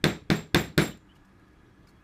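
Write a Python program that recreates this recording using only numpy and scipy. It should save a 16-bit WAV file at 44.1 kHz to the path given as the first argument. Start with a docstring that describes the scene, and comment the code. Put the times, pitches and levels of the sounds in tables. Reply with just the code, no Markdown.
"""A small room with a stone slab on a bench: a mallet drives a steel stamp into damp leather, four quick blows.
Each blow is a clack of ringing modes and noise, a push of air and a bench thump, with echoes and a room tail.
Loose steel tools hop on the slab and ring as damped sines each time they land.
Then fingers shift the leather, as grainy noise and thin squeaks, over a quiet hum of filtered noise.
The recorder turns itself down a little while the blows last."""
import sys
import numpy as np
from scipy import signal
from scipy.fft import rfft, irfft, next_fast_len
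from scipy.io import wavfile
from scipy.ndimage import uniform_filter1d, minimum_filter1d

SR = 44100
rng = np.random.default_rng(int(sys.argv[2]) if len(sys.argv) > 2 else 0)


def decibels_to_gain(level_db):
    """Convert a level in decibels to a linear amplitude gain (20 dB per decade)."""
    exponent = np.asarray(level_db, float) / 20
    return 10 ** exponent


def materialize(psi):
    """Save the field psi as 16-bit PCM at rate SR to the path in sys.argv[1].

    A 1-D psi becomes a single channel; in a 2-D psi each row is a channel.
    """
    bounded = np.clip(np.atleast_2d(psi).T, -1, 1)
    quanta = np.round(bounded * 32767).astype(np.int16)
    wavfile.write(sys.argv[1], SR, quanta)


N = 89919  # samples in the whole scene

# mallet blows: [t/s, level/dB, thump level/dB, noise brightness/dB, second contact level/dB, tail level/dB]
BLOWS = [(0.0404, -4.5, -3.3, -2.7, -0.5, -4.27), (0.3015, -8, -0.6, -7.5, -14.5, -2.4),
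         (0.5455, -7, -0.66, 2.2, 1, 0.35), (0.7778, -5.5, -2.85, 2.8, -14, -0.63)]
# ringing of the mallet head and the hand-held stamp: [f/Hz, level/dB, time to fall 60 dB/s]
CLACK_MODES = [(1573, -2.5, .011), (2235, -1, 0.008), (3240, -12, .006), (3558, -0.5, 0.0088),
               (4140, -0.5, 0.0072), (5050, -7.5, 0.0089), (6260, -14, .006), (7848, -17, 0.01),
               (12450, -34, 0.0018)]
# ringing of the bench under the slab: [f/Hz, level/dB, time to fall 60 dB/s]
BENCH_MODES = [(73, -19.5, 0.47), (121.7, -14, 0.21), (160.4, -8, .28), (203.4, -7, 0.2),
               (284.6, -19.5, 0.084), (307.7, -14.5, 0.24), (343.7, -6, 0.14), (416.4, -22.5, 0.37),
               (583.4, -23, 0.068), (721, -24, .18)]
# echoes from the walls and the bench top: [delay t/s, level/dB]
ECHOES = [(.0032, -8.5), (.0062, -8), (.0095, -20.5), (0.0131, -0.5), (0.0204, -14), (.026, -14.5)]
# how fast each frequency dies in the room, before the extra late fall: [f/Hz, time to fall 60 dB/s]
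ROOM_T60 = [(100, 0.58), (400, 0.3262), (1500, 0.2951), (4000, 0.3853), (9000, 0.29), (15000, 0.3)]
# tone colour of the room tail: [f/Hz, level/dB]
ROOM_COLOUR = [(100, -3.5), (300, -1.5), (600, -10), (800, -10), (1050, -14), (1300, -10.5), (1680, -11),
               (2000, -12), (2350, -12.5), (3000, -22), (3750, -16), (4500, -25.5), (5200, -24.5),
               (6500, -29.5), (9000, -34.5), (14000, -43.5)]
# ringing of the loose tools, one entry per mode: [f/Hz]
STEEL_HZ = [7150, 7565, 9189, 9795, 10550, 12100, 13370, 13582, 15250]
# strength of those same modes: [level/dB, time to fall 60 dB/s]
STEEL_MODES = [(-21, .36), (0, .22), (-16, .12), (0, .14), (-19, .12), (-16, .1), (-7, .15), (0, .18),
               (-10, .05)]
# which tool owns each of those modes: [0 heavy, 1 middle, 2 light]
STEEL_TOOL = [0, 0, 1, 1, 1, 2, 2, 2, 2]
# landings of the loose tools: [t/s, heavy tool level/dB, middle tool level/dB, light tool level/dB]
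LANDINGS = [(.057, -43.5, -62, -51.5), (0.071, -57.5, -62.5, -45), (.084, -42.5, -58, -56),
            (0.315, -56, -61, -48), (.335, -49, -66, -53.5), (.35, -34.5, -59.5, -46.5),
            (0.393, -48.5, -66.5, -66), (.566, -31.5, -51.5, -40), (0.599, -47, -47.5, -42.5),
            (0.636, -44.5, -50, -53.5), (0.794, -53.5, -41.5, -46), (0.811, -31, -32, -41),
            (.838, -41, -41, -47), (0.871, -49, -50, -53)]
# fingers and tool touch the leather: [t/s, length/s, level before colouring/dB]
RUSTLES = [(.972, .008, -56), (1.148, 0.032, -64), (1.248, 0.014, -65), (1.395, 0.0072, -67.5),
           (1.476, 0.02, -72), (1.871, 0.01, -60.5), (1.877, .045, -65)]
# tone colour of those rustles: [f/Hz, level/dB]
RUSTLE_COLOUR = [(1200, -18), (2400, -4), (4800, 0), (7500, -1), (10000, -6), (13000, -7), (15500, -9)]
# faint squeaks: [t/s, length/s, start f/Hz, rise in f/Hz, level/dB]
SQUEAKS = [(.905, 0.037, 2960, 81, -56), (1.083, 0.049, 2890, 210, -62), (1.156, .012, 2880, 30, -64.5),
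           (1.87, 0.012, 2320, 12, -65.5), (1.871, 0.0089, 4950, 5.6, -64.5), (1.879, 0.021, 4380, 11, -65)]
# tone colour of the room hum, only the shape counts: [f/Hz, level/dB]
HUM_COLOUR = [(15, -34.5), (25, 14.5), (185, -7), (217, -12.5), (317, -7), (476, -19), (516, -20.5),
              (641, -21), (1160, -20), (2410, -26.5), (3430, -35.5), (3720, -34.5), (8360, -44),
              (14400, -49.5), (16000, -61)]
# narrow bands that stand out of the hum: [centre f/Hz, width f/Hz, level/dB]
HUM_BANDS = [(192, 13, -65), (290.7, 24, -69), (1230, 80, -76.5), (1672, 110, -74), (3333, 48, -83)]


def unit(x):
    """Scales a signal to rms 1."""
    return x / np.sqrt(np.mean(x ** 2) + 1e-20)


def along(points, hz):
    """Reads a (frequency, value) curve between its points, on a log frequency axis."""
    f, value = np.transpose(points)
    return np.interp(np.log(hz + 1), np.log(f + 1), value)


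def filtered(x, response):
    """Multiplies the spectrum of x by a response that depends on frequency."""
    size = next_fast_len(len(x) + 8192)
    hz = np.fft.rfftfreq(size, 1 / SR)
    return irfft(rfft(x, size) * response(hz), size)[:len(x)]


def add(track, s, sound):
    """Mixes a sound into the track, starting at s seconds."""
    part = track[max(round(s * SR), 0):][:len(sound)]
    part += sound[:len(part)]


def ring(modes, t, scatter_db, flutter_db=0):
    """A struck solid rings as damped sines, each a little stronger or weaker every time."""
    hz, db, t60 = np.transpose(modes)[:, :, None]
    db = db + scatter_db * rng.standard_normal(db.shape)
    if flutter_db:
        noise = rng.standard_normal((len(hz), len(t)))
        db = db + flutter_db * unit(uniform_filter1d(noise, size=round(0.01 * SR)))  # 10 ms average
    return (decibels_to_gain(db - 60 * t / t60) * np.sin(2 * np.pi * hz * t)).sum(0)


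def mallet_clack(t, bright_db, second_db):
    """Head meets stamp, then the stamp bottoms on the stone: each contact is noise plus ringing."""
    second_s, contact_s = 0.0011, 0.0008  # delay of the second contact, softness of each onset
    crack_db, crack_t60 = -6.5, 0.0069
    clack = np.zeros(len(t))
    onset = 1 - np.exp(-(t / contact_s) ** 2)
    for lag, contact_db in ((0, 0), (second_s, second_db)):
        crack = decibels_to_gain(crack_db + bright_db - 60 * t / crack_t60) * rng.standard_normal(len(t))
        ringing = ring(CLACK_MODES, t, scatter_db=1.5)
        add(clack, lag, decibels_to_gain(contact_db) * onset * (crack - ringing))
    return clack


def air_push(t, thump_db):
    """The air push of the blow: pressure swings one way, then the other, and fades."""
    push_db, push_s = 1, 0.00067
    u = t / push_s
    return decibels_to_gain(thump_db + push_db) * u ** 2 * (3 - u) * np.exp(-u)


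def bench_thump(t, thump_db):
    """The bench swells up over about 10 ms and rings in low, slightly fluttering modes."""
    swell = 1 - np.exp(-t / 0.01)
    return decibels_to_gain(thump_db) * swell * ring(BENCH_MODES, t, scatter_db=2, flutter_db=1.5)


def early_echoes(direct):
    """Walls and bench top send back delayed copies, with the treble above 970 Hz softened."""
    echoes = np.zeros(len(direct))
    for lag, echo_db in ECHOES:
        add(echoes, lag, decibels_to_gain(echo_db) * direct)
    return filtered(echoes, lambda hz: 1 / (1 + 1j * hz / 970))


def room_tail():
    """The spread-out answer of room and bench top: noise whose frequencies each die at their own speed."""
    room_db, rise_s, lumps_db = 6, 0.0035, 1.5
    late_db, late_s = -4.5, 0.17  # the tail falls faster near its end
    hz, t, z = signal.stft(rng.standard_normal(SR // 2), SR, nperseg=256)
    lumps = lumps_db * unit(uniform_filter1d(rng.standard_normal(z.shape), size=12, axis=0))
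    colour_db = along(ROOM_COLOUR, hz)[:, None]
    decay_db = -60 * t / along(ROOM_T60, hz)[:, None]
    shape_db = colour_db + decay_db + late_db * (t / late_s) ** 3
    tail = signal.istft(z * decibels_to_gain(shape_db + lumps), SR, nperseg=256)[1][:SR // 2]
    rise = 1 - np.exp(-(np.arange(len(tail)) / SR / rise_s) ** 2)
    return decibels_to_gain(room_db) * tail * rise


def mallet():
    """Each blow sends out clack and air push, which echo, and sets off bench and room."""
    out, t = np.zeros(N), np.arange(SR // 2) / SR
    for s, db, thump_db, bright_db, second_db, tail_db in BLOWS:
        direct = mallet_clack(t, bright_db, second_db) + air_push(t, thump_db)
        echoes = early_echoes(direct)
        bench = bench_thump(t, thump_db)
        add(out, s, decibels_to_gain(db) * (direct + echoes + bench + decibels_to_gain(tail_db) * room_tail()))
    return out


def loose_tools():
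    """Every landing rings the three steel tools anew; they chatter on the stone, so the ring flutters."""
    out, t = np.zeros(N), np.arange(SR // 3) / SR
    mode_db, t60 = np.transpose(STEEL_MODES)
    onset = 1 - np.exp(-t / 0.004)
    for s, *tool_db in LANDINGS:
        modes = np.c_[STEEL_HZ, mode_db + np.take(tool_db, STEEL_TOOL), t60]
        add(out, s, onset * ring(modes, t, scatter_db=1.5, flutter_db=2.5))
    return out


def rustles():
    """Touches on the leather: noise times noise gives sparse grains, which swell and fade."""
    out = np.zeros(N)
    for s, length, db in RUSTLES:
        n = round(length * SR)
        grains = np.prod(rng.standard_normal((2, SR // 10)), 0)[:n]
        swell = np.sin(np.pi * (np.arange(n) / n) ** 0.69)
        add(out, s, decibels_to_gain(db) * grains * swell)
    return filtered(out, lambda hz: decibels_to_gain(along(RUSTLE_COLOUR, hz)))


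def squeaks():
    """Thin rising tones whose pitch wavers and whose loudness is rough."""
    waver_hz, rough_db = 40, 4
    out = np.zeros(N)
    for s, length, hz, rise_hz, db in SQUEAKS:
        u = np.arange(round(length * SR)) / (length * SR)  # 0 to 1 through the squeak
        slow_noise = unit(uniform_filter1d(rng.standard_normal((2, SR // 10)), size=120))
        waver, rough = slow_noise[:, :len(u)]
        pitch = hz + rise_hz * u + waver_hz * waver
        tone = np.sin(2 * np.pi * np.cumsum(pitch) / SR)
        add(out, s, decibels_to_gain(db + rough_db * rough) * np.sin(np.pi * u) ** 0.6 * tone)
    return out


def hum():
    """Room hum: coloured noise, uneven in time and pitch, with a few narrow bands standing out."""
    hum_db, patchy_db = -50, 1.5
    z = signal.stft(rng.standard_normal(N), nperseg=512)[2]
    patches = uniform_filter1d(rng.standard_normal(z.shape), size=5, axis=0)
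    patches = unit(uniform_filter1d(patches, size=8, axis=1))
    air = signal.istft(z * decibels_to_gain(patchy_db * patches), nperseg=512)[1][:N]
    out = decibels_to_gain(hum_db) * unit(filtered(air, lambda hz: decibels_to_gain(along(HUM_COLOUR, hz))))
    for centre, width, db in HUM_BANDS:
        band = filtered(rng.standard_normal(N), lambda hz: 1 / (1 + (2 * (hz - centre) / width) ** 2))
        out = out + decibels_to_gain(db) * unit(band)
    return out


def scene():
    """Everything at one microphone, as one channel."""
    return (mallet() + loose_tools() + rustles() + squeaks() + hum())[None]


def low_pass(x):
    """Removes everything above the highest recorded frequency."""
    return signal.sosfilt(signal.butter(12, 16480, fs=SR, output="sos"), x)


def record(dry):
    """Gain control turns down while the sound is loud, holds, and lets go; filters trim rumble and top."""
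    duck_db, over_db, hold_s, release_s = -1.5, -30, 0.19, 0.03
    low_hz, low_steep, top_hz, top_steep = 70, 2.1, 15250, 70
    level_db = 20 * np.log10(np.abs(dry[0]) + 1e-9)
    loud = np.clip((level_db - over_db) / 6, 0, 1)  # full ducking 6 dB above the threshold
    hold, ramp = round(hold_s * SR), round(release_s * SR)
    # the shifted windows look back in time only
    held = -minimum_filter1d(-loud, size=hold, origin=(hold - 1) // 2)
    duck = np.maximum(held, uniform_filter1d(held, size=ramp, origin=(ramp - 1) // 2))

    def band(hz):
        """Lets through what lies between rumble and top."""
        top_cut = 1 / (1 + (hz / top_hz) ** top_steep)
        return top_cut / (1 + (low_hz / (hz + 1)) ** low_steep)

    mix = filtered(dry[0] * decibels_to_gain(duck_db * duck), band)[None]
    return low_pass(mix)


dry = scene()
out = record(dry)
materialize(out)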